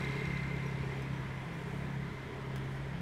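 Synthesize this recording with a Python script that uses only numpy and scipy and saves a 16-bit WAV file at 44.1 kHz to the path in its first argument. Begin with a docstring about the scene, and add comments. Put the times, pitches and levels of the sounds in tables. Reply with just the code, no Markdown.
"""A street beside a parked bicycle. From the start a small engine throbs slowly over distant traffic:
each firing puffs through the pipe and rattles the casing, and the valves tick, with hard snaps at first.
From 0.7 s metal squeaks faintly. A shoe steps up to the kickstand: a light tick rings the steel at 1 s,
and cloth rustles around 1.7 s. By 2.2 s the clatter and ticking have faded under the exhaust hum.
A firmer tick at 2.6 s and a short rustle follow while the engine runs on."""
import sys
import numpy as np
from scipy import signal
from scipy.fft import rfft, irfft, next_fast_len
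from scipy.io import wavfile
from scipy.ndimage import uniform_filter1d, map_coordinates

SR = 44100
rng = np.random.default_rng(int(sys.argv[2]) if len(sys.argv) > 2 else 0)


def dump(signal):
    """Clip the signal to [-1, 1] and save it as 16-bit WAV at the path in sys.argv[1]."""
    limited = np.clip(np.atleast_2d(signal).T, -1, 1)
    pcm = np.round(limited * 32767).astype(np.int16)
    wavfile.write(sys.argv[1], SR, pcm)


N = 132741


def amp(db):
    """Decibels to gain."""
    return 10 ** (np.asarray(db) / 20)


def unit(x):
    """Scaled to rms 1."""
    return x / np.sqrt(np.mean(x ** 2) + 1e-20)


def clock():
    """The time of each sample in seconds."""
    return np.arange(N) / SR


def curves(rows):
    """Automation: one value per sample for each column after the time."""
    times, *columns = np.transpose(rows)
    return [np.interp(clock(), times, column) for column in columns]


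def swells(rows):
    """An envelope of bell-shaped swells."""
    return sum(amp(db) * np.exp(-((clock() - s) / half) ** 2) for s, half, db in rows)


def wobble(rate):
    """A smooth random curve, rate knots a second."""
    return map_coordinates(rng.standard_normal(int(N * rate / SR) + 4), [clock() * rate])


def filtered(x, response):
    """x through a complex frequency response."""
    size = next_fast_len(N + SR // 2)
    return irfft(rfft(x, size) * response(np.fft.rfftfreq(size, 1 / SR)), size)[..., :N]


def lowpass(x, hz, slope):
    """Rolls off the highs by 6 * slope dB an octave."""
    return filtered(x, lambda f: 1 / (1 + (f / hz) ** slope))


def highpass(x, hz, slope):
    """Rolls off the lows by 6 * slope dB an octave."""
    return filtered(x, lambda f: f ** slope / (f ** slope + hz ** slope))


def noise(colour, patchy_db):
    """Noise of rms 1 with an EQ curve and patches of random gain in time and frequency."""
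    spectrum = signal.stft(rng.standard_normal(N), nperseg=512)[2]
    patches = uniform_filter1d(rng.standard_normal(spectrum.shape), size=5, axis=0)
    patches = uniform_filter1d(patches, size=14, axis=1)
    patchy = signal.istft(spectrum * amp(patchy_db * unit(patches)), nperseg=512)[1][:N]
    hz, db = np.transpose(colour)
    return unit(filtered(patchy, lambda f: amp(np.interp(np.log(f + 1), np.log(hz + 1), db))))


def ring(drive, body):
    """Noise shaped by the drive rings a body's resonances; rms 1."""
    def response(f):
        return sum((-1) ** k * amp(db) * 1j * f * width / (hz * hz - f * f + 1j * f * width)
                   for k, (hz, width, db) in enumerate(body))
    return unit(filtered(drive * rng.standard_normal(N), response))


# EQ of the traffic bed: (frequency [Hz], relative level [dB])
TRAFFIC_EQ = [(15, -11), (25, -12), (82, -8), (140, -3), (188, -8.5), (240, -10), (410, -15.5),
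              (648, -15.5), (871, -17.5), (970, -20), (1240, -18), (2060, -16), (2700, -26.5),
              (3170, -24.5), (4620, -35), (12200, -49), (15500, -56)]
# treble shelf on the bed: (time [s], gain [dB])
TREBLE_RIDE = [(0, 5.5), (.5, 1.5), (1.1, 1), (1.65, -1), (2.3, -0.5), (3, -1)]
# hollow street resonances: (frequency [Hz], width [Hz], relative level [dB])
STREET_MODES = [(309, 85, -1), (926, 60, -1.5), (1026, 53, -1)]
def street():
    """Far traffic: a rumbling bed with slowly shifting treble and a few hollow tones."""
    wash = noise(TRAFFIC_EQ, patchy_db=1.04)
    treble_db, = curves(TREBLE_RIDE)
    shelf = (amp(treble_db) - 1) * highpass(wash, 1500, slope=2)
    hollow = ring(amp(0.37 * wobble(8.2)), STREET_MODES)
    return amp(-45.5) * (wash + shelf) + amp(-53.5) * unit(lowpass(hollow, 1600, slope=4))


# faint squeak cues: (time [s], half length [s], level [dB])
SQUEAK_CUES = [(0.668, 0.0082, -60.5), (0.712, 0.045, -75), (.975, 0.016, -71), (1.54, 0.012, -69)]
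def squeaks(pitch_hz=5710, jitter=0.0028):
    """Metal squeaks: a thin, unsteady tone with a softer octave."""
    phase = 2 * np.pi * np.cumsum(pitch_hz * (1 + jitter * wobble(360))) / SR
    return np.sqrt(2) * swells(SQUEAK_CUES) * (np.sin(phase) + amp(-11) * np.sin(2 * phase))


# light ticks at the kickstand: (time [s], tick level [dB], steel ring level [dB])
TAP_CUES = [(1.0205, -55, -62), (2.5586, -46.5, -70), (2.5765, -55, -76)]
# EQ of a tick: (frequency [Hz], relative level [dB])
TAP_EQ = [(200, -3), (1500, 11), (3800, 1), (6000, -2), (12000, -7.5), (15500, -10)]
# shoe and trouser rustles: (time [s], half length [s], level [dB])
RUSTLE_CUES = [(1.7, 0.28, -69.5), (2.74, 0.047, -69.5)]
# EQ of a rustle: (frequency [Hz], relative level [dB])
RUSTLE_EQ = [(1000, -2), (4000, 3), (9000, 3), (15000, -7)]
def foot(attack_s=.0004, decay_s=.0075):
    """Dry ticks and soft, gritty rustles as the foot comes up to the stand."""
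    hits = 0
    for s, db, _ in TAP_CUES:
        age = np.maximum(clock() - s, 0)
        hits += amp(db) * (1 - np.exp(-age / attack_s)) * np.exp(-age / decay_s)
    grit = amp(2.6 * wobble(600))
    taps = hits * noise(TAP_EQ, patchy_db=1)
    rustles = swells(RUSTLE_CUES) * noise(RUSTLE_EQ, patchy_db=1)
    return grit * (taps + rustles)


# modes of the bicycle's steel: (frequency [Hz], relative level [dB], time to fall 60 dB [s])
STEEL_MODES = [(5070, 2, .1), (6250, 2, .07), (8250, -3, 0.056), (9600, -6, .04), (12710, -6, .05),
               (14090, -6, .05), (15000, -7, .04)]
def steel():
    """Each tick of the foot leaves a brief, thin ring in the bicycle's steel."""
    tails = 0
    for s, _, ring_db in TAP_CUES:
        age = np.maximum(clock() - s, 0)
        for hz, db, t60 in STEEL_MODES:
            envelope = amp(ring_db + db + rng.normal(0, 1) - 60 * age / t60)
            tails += envelope * np.sin(2 * np.pi * hz * age)
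    return tails


# valve tick resonances: (frequency [Hz], width [Hz], relative level [dB])
VALVE_MODES = [(3660, 130, -1), (3980, 400, 0), (5600, 73, -1), (6100, 1900, -19), (8000, 210, -4)]
# the sharpest engine ticks: (time [s], level [dB])
SNAP_CUES = [(.0468, -42), (0.091, -50), (0.1212, -45), (.1495, -54), (0.1663, -51), (.1950, -49),
             (.2100, -50), (0.255, -42), (0.3728, -44), (0.404, -52), (0.433, -48.5), (0.5663, -50.5),
             (0.713, -46), (.7580, -53)]
# EQ of a snap: (frequency [Hz], relative level [dB])
SNAP_EQ = [(1000, -17), (2800, -10), (3900, 16.5), (4900, -10.5), (6800, -2.5), (8000, -12), (10000, -33),
           (15000, -38)]
def valves(cycle, rate, tick_decay_s=.0016, snap_decay_s=.003, fade_db_per_s=12):
    """Two small valve ticks per firing, uneven and fading, with much harder snaps early on."""
    t = clock()
    beat = 2 * (cycle - .33) + 4  # counts ticks, starting above zero
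    accent_db = 3 * rng.uniform(-1, 1, size=256)[beat.astype(int)]
    age = (beat % 1) / (2 * rate)
    drive = amp(accent_db) * np.exp(-age / tick_decay_s)
    ticks = unit(lowpass(ring(drive, VALVE_MODES), 9000, slope=6))
    snaps = sum(amp(db) * (t >= s) * np.exp(-np.abs(t - s) / snap_decay_s) for s, db in SNAP_CUES)
    return amp(-62.5 - fade_db_per_s * t) * ticks + snaps * noise(SNAP_EQ, patchy_db=4)


# fader of the casing's ringing note: (time [s], level [dB])
PING_RIDE = [(0, -55), (.06, -47.7), (.29, -45.7), (.54, -51), (.9, -59), (1.1, -66), (1.42, -59),
             (1.65, -65), (2.0, -62), (2.19, -56.5), (2.32, -64), (2.5, -62), (2.7, -70), (3.0, -71)]
def ping(cycle, pitch_hz=2090, sag_hz_per_s=11, lead_cycles=.17, rise_cycles=.22):
    """Each firing strikes the casing's main note: a quick rise, a slower fall, a slow sag in pitch."""
    level_db, = curves(PING_RIDE)
    age = (cycle + lead_cycles) % 1 / rise_cycles
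    stroke = .2 + (age * np.exp(1 - age)) ** 2  # the floor rings on between firings
    phase = 2 * np.pi * np.cumsum(pitch_hz - sag_hz_per_s * clock()) / SR
    flutter = amp(2 * wobble(60))
    drift = .75 * (wobble(70) + 2 * wobble(12))
    return amp(level_db) * unit(flutter * stroke * np.sin(phase + drift))


# fader of the clatter: (time [s], level before trim [dB])
CLATTER_RIDE = [(0, -45.5), (.08, -44.5), (.35, -46), (1.0, -53), (1.9, -53.5), (2.2, -70), (2.4, -69),
                (3.0, -71)]
# engine casing resonances: (frequency [Hz], width [Hz], relative level [dB])
CASING_MODES = [(1025, 43, -7.5), (1660, 113, -9.5), (2097, 170, -7.5), (2414, 150, -7.5), (2715, 71, -9.5)]
def clatter(cycle, trim_db=-3.5, lag_cycles=0.015, sharpness=0.45):
    """The engine casing rattles twice for each firing."""
    level_db, = curves(CLATTER_RIDE)
    drive = np.exp(sharpness * np.cos(2 * np.pi * (cycle - lag_cycles)) ** 4)
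    rattle = unit(lowpass(ring(drive, CASING_MODES), 3000, slope=6))
    return amp(level_db + trim_db) * rattle


# fader of the midrange drone: (time [s], level [dB])
DRONE_RIDE = [(0, -46.5), (.25, -49.5), (.38, -58.5), (.6, -52), (.7, -52.5), (.93, -48), (1.15, -60),
              (1.42, -58.5), (1.66, -49), (1.87, -71), (2.05, -52.5), (2.17, -57), (2.31, -49),
              (2.5, -52.5), (2.67, -55.5), (2.87, -52.5), (3.0, -61)]
# hollow engine resonances: (frequency [Hz], width [Hz], relative level [dB])
DRONE_MODES = [(400.6, 46, -0.5), (444, 9.8, -3)]
def drone(cycle):
    """A hollow resonance of the engine, pushed by each firing, swells and sinks."""
    level_db, = curves(DRONE_RIDE)
    hollow = ring(1 + np.cos(2 * np.pi * cycle), DRONE_MODES)
    mids = lowpass(highpass(hollow, 300, slope=4), 560, slope=6)
    return amp(level_db) * unit(mids)


# faders of the wavering exhaust hum: (time [s], 4th harmonic level [dB], 5th harmonic level [dB])
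HUM_RIDE = [(0.0, -39, -46), (0.14, -39, -50), (0.26, -39, -42.5), (0.87, -39.5, -46.5), (0.93, -41.5, -56),
            (1.14, -39, -46), (1.39, -42, -55), (1.43, -43, -79), (1.47, -56, -43), (1.52, -57, -47),
            (1.7, -41, -45.5), (2.0, -40, -46), (2.08, -44, -49.5), (2.27, -48.5, -58), (2.51, -40.5, -50),
            (2.56, -39.5, -87), (2.96, -43, -43), (3.01, -54, -42)]
# the other exhaust tones: (harmonic [x firing rate], level against the 4th [dB])
HARMONICS = [(2, -12), (3, -26), (6, -11.5), (7, -32), (8, -25), (9, -22.5), (10, -27.5), (11, -28.5),
             (12, -23.5), (13, -26)]
# pipe resonances rung by each puff: (frequency [Hz], width [Hz], relative level [dB])
PIPE_MODES = [(67, 35, 12), (157, 130, 6.8)]
def exhaust(cycle, puff_db=-52.5, puff_fade_db_per_s=3.5):
    """The throb: harmonics of the firing rate, smeared by the pipe, with a noisy puff at each firing."""
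    def tone(k, db, lag=0):
        return np.sqrt(2) * amp(db) * np.cos(2 * np.pi * k * cycle - lag)
    fourth_db, fifth_db = curves(HUM_RIDE)
    hum = tone(4, fourth_db) + tone(5, fifth_db)
    for k, db in HARMONICS:
        waver_db = 1.5 * wobble(6.68)
        smear = -.35 * (k - 4) * (k - 5)  # radians: the pipe shifts tones far from its main note
        drift = .06 * k * wobble(8)
        hum += tone(k, fourth_db + db + waver_db, smear + drift)
    drive = np.cos(np.pi * cycle) ** 8 * amp(fourth_db - puff_fade_db_per_s * clock())
    puffs = lowpass(highpass(ring(drive, PIPE_MODES), 45, slope=4), 600, slope=4)
    return hum + amp(puff_db) * unit(puffs)


# engine speed: (time [s], firing rate [Hz])
FIRING_RATE = [(0.0, 33.9), (0.62, 33.9), (1.35, 33.3), (1.49, 32.8), (1.68, 34.0), (1.78, 34.2),
               (1.99, 34.1), (2.25, 33.3), (2.67, 33.4), (2.78, 33.9), (3.01, 34.1)]
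def engine(first_firing_s=.0115):
    """A small, slow-running engine: one count of firings sets the pulse of all five layers."""
    rate, = curves(FIRING_RATE)
    cycle = np.cumsum(rate) / SR - first_firing_s * rate[0]
    return exhaust(cycle) + drone(cycle) + clatter(cycle) + ping(cycle) + valves(cycle, rate)


def scene():
    """Engine, street, foot and bicycle in a mono mix, alike in both channels."""
    mix = engine() + street() + foot() + steel() + squeaks()
    return np.array([mix, mix])


def record(dry, top_hz=15720):
    """A brick-wall high cut on the whole mix."""
    return filtered(dry, lambda hz: hz < top_hz)


dry = scene()
out = record(dry)
dump(out)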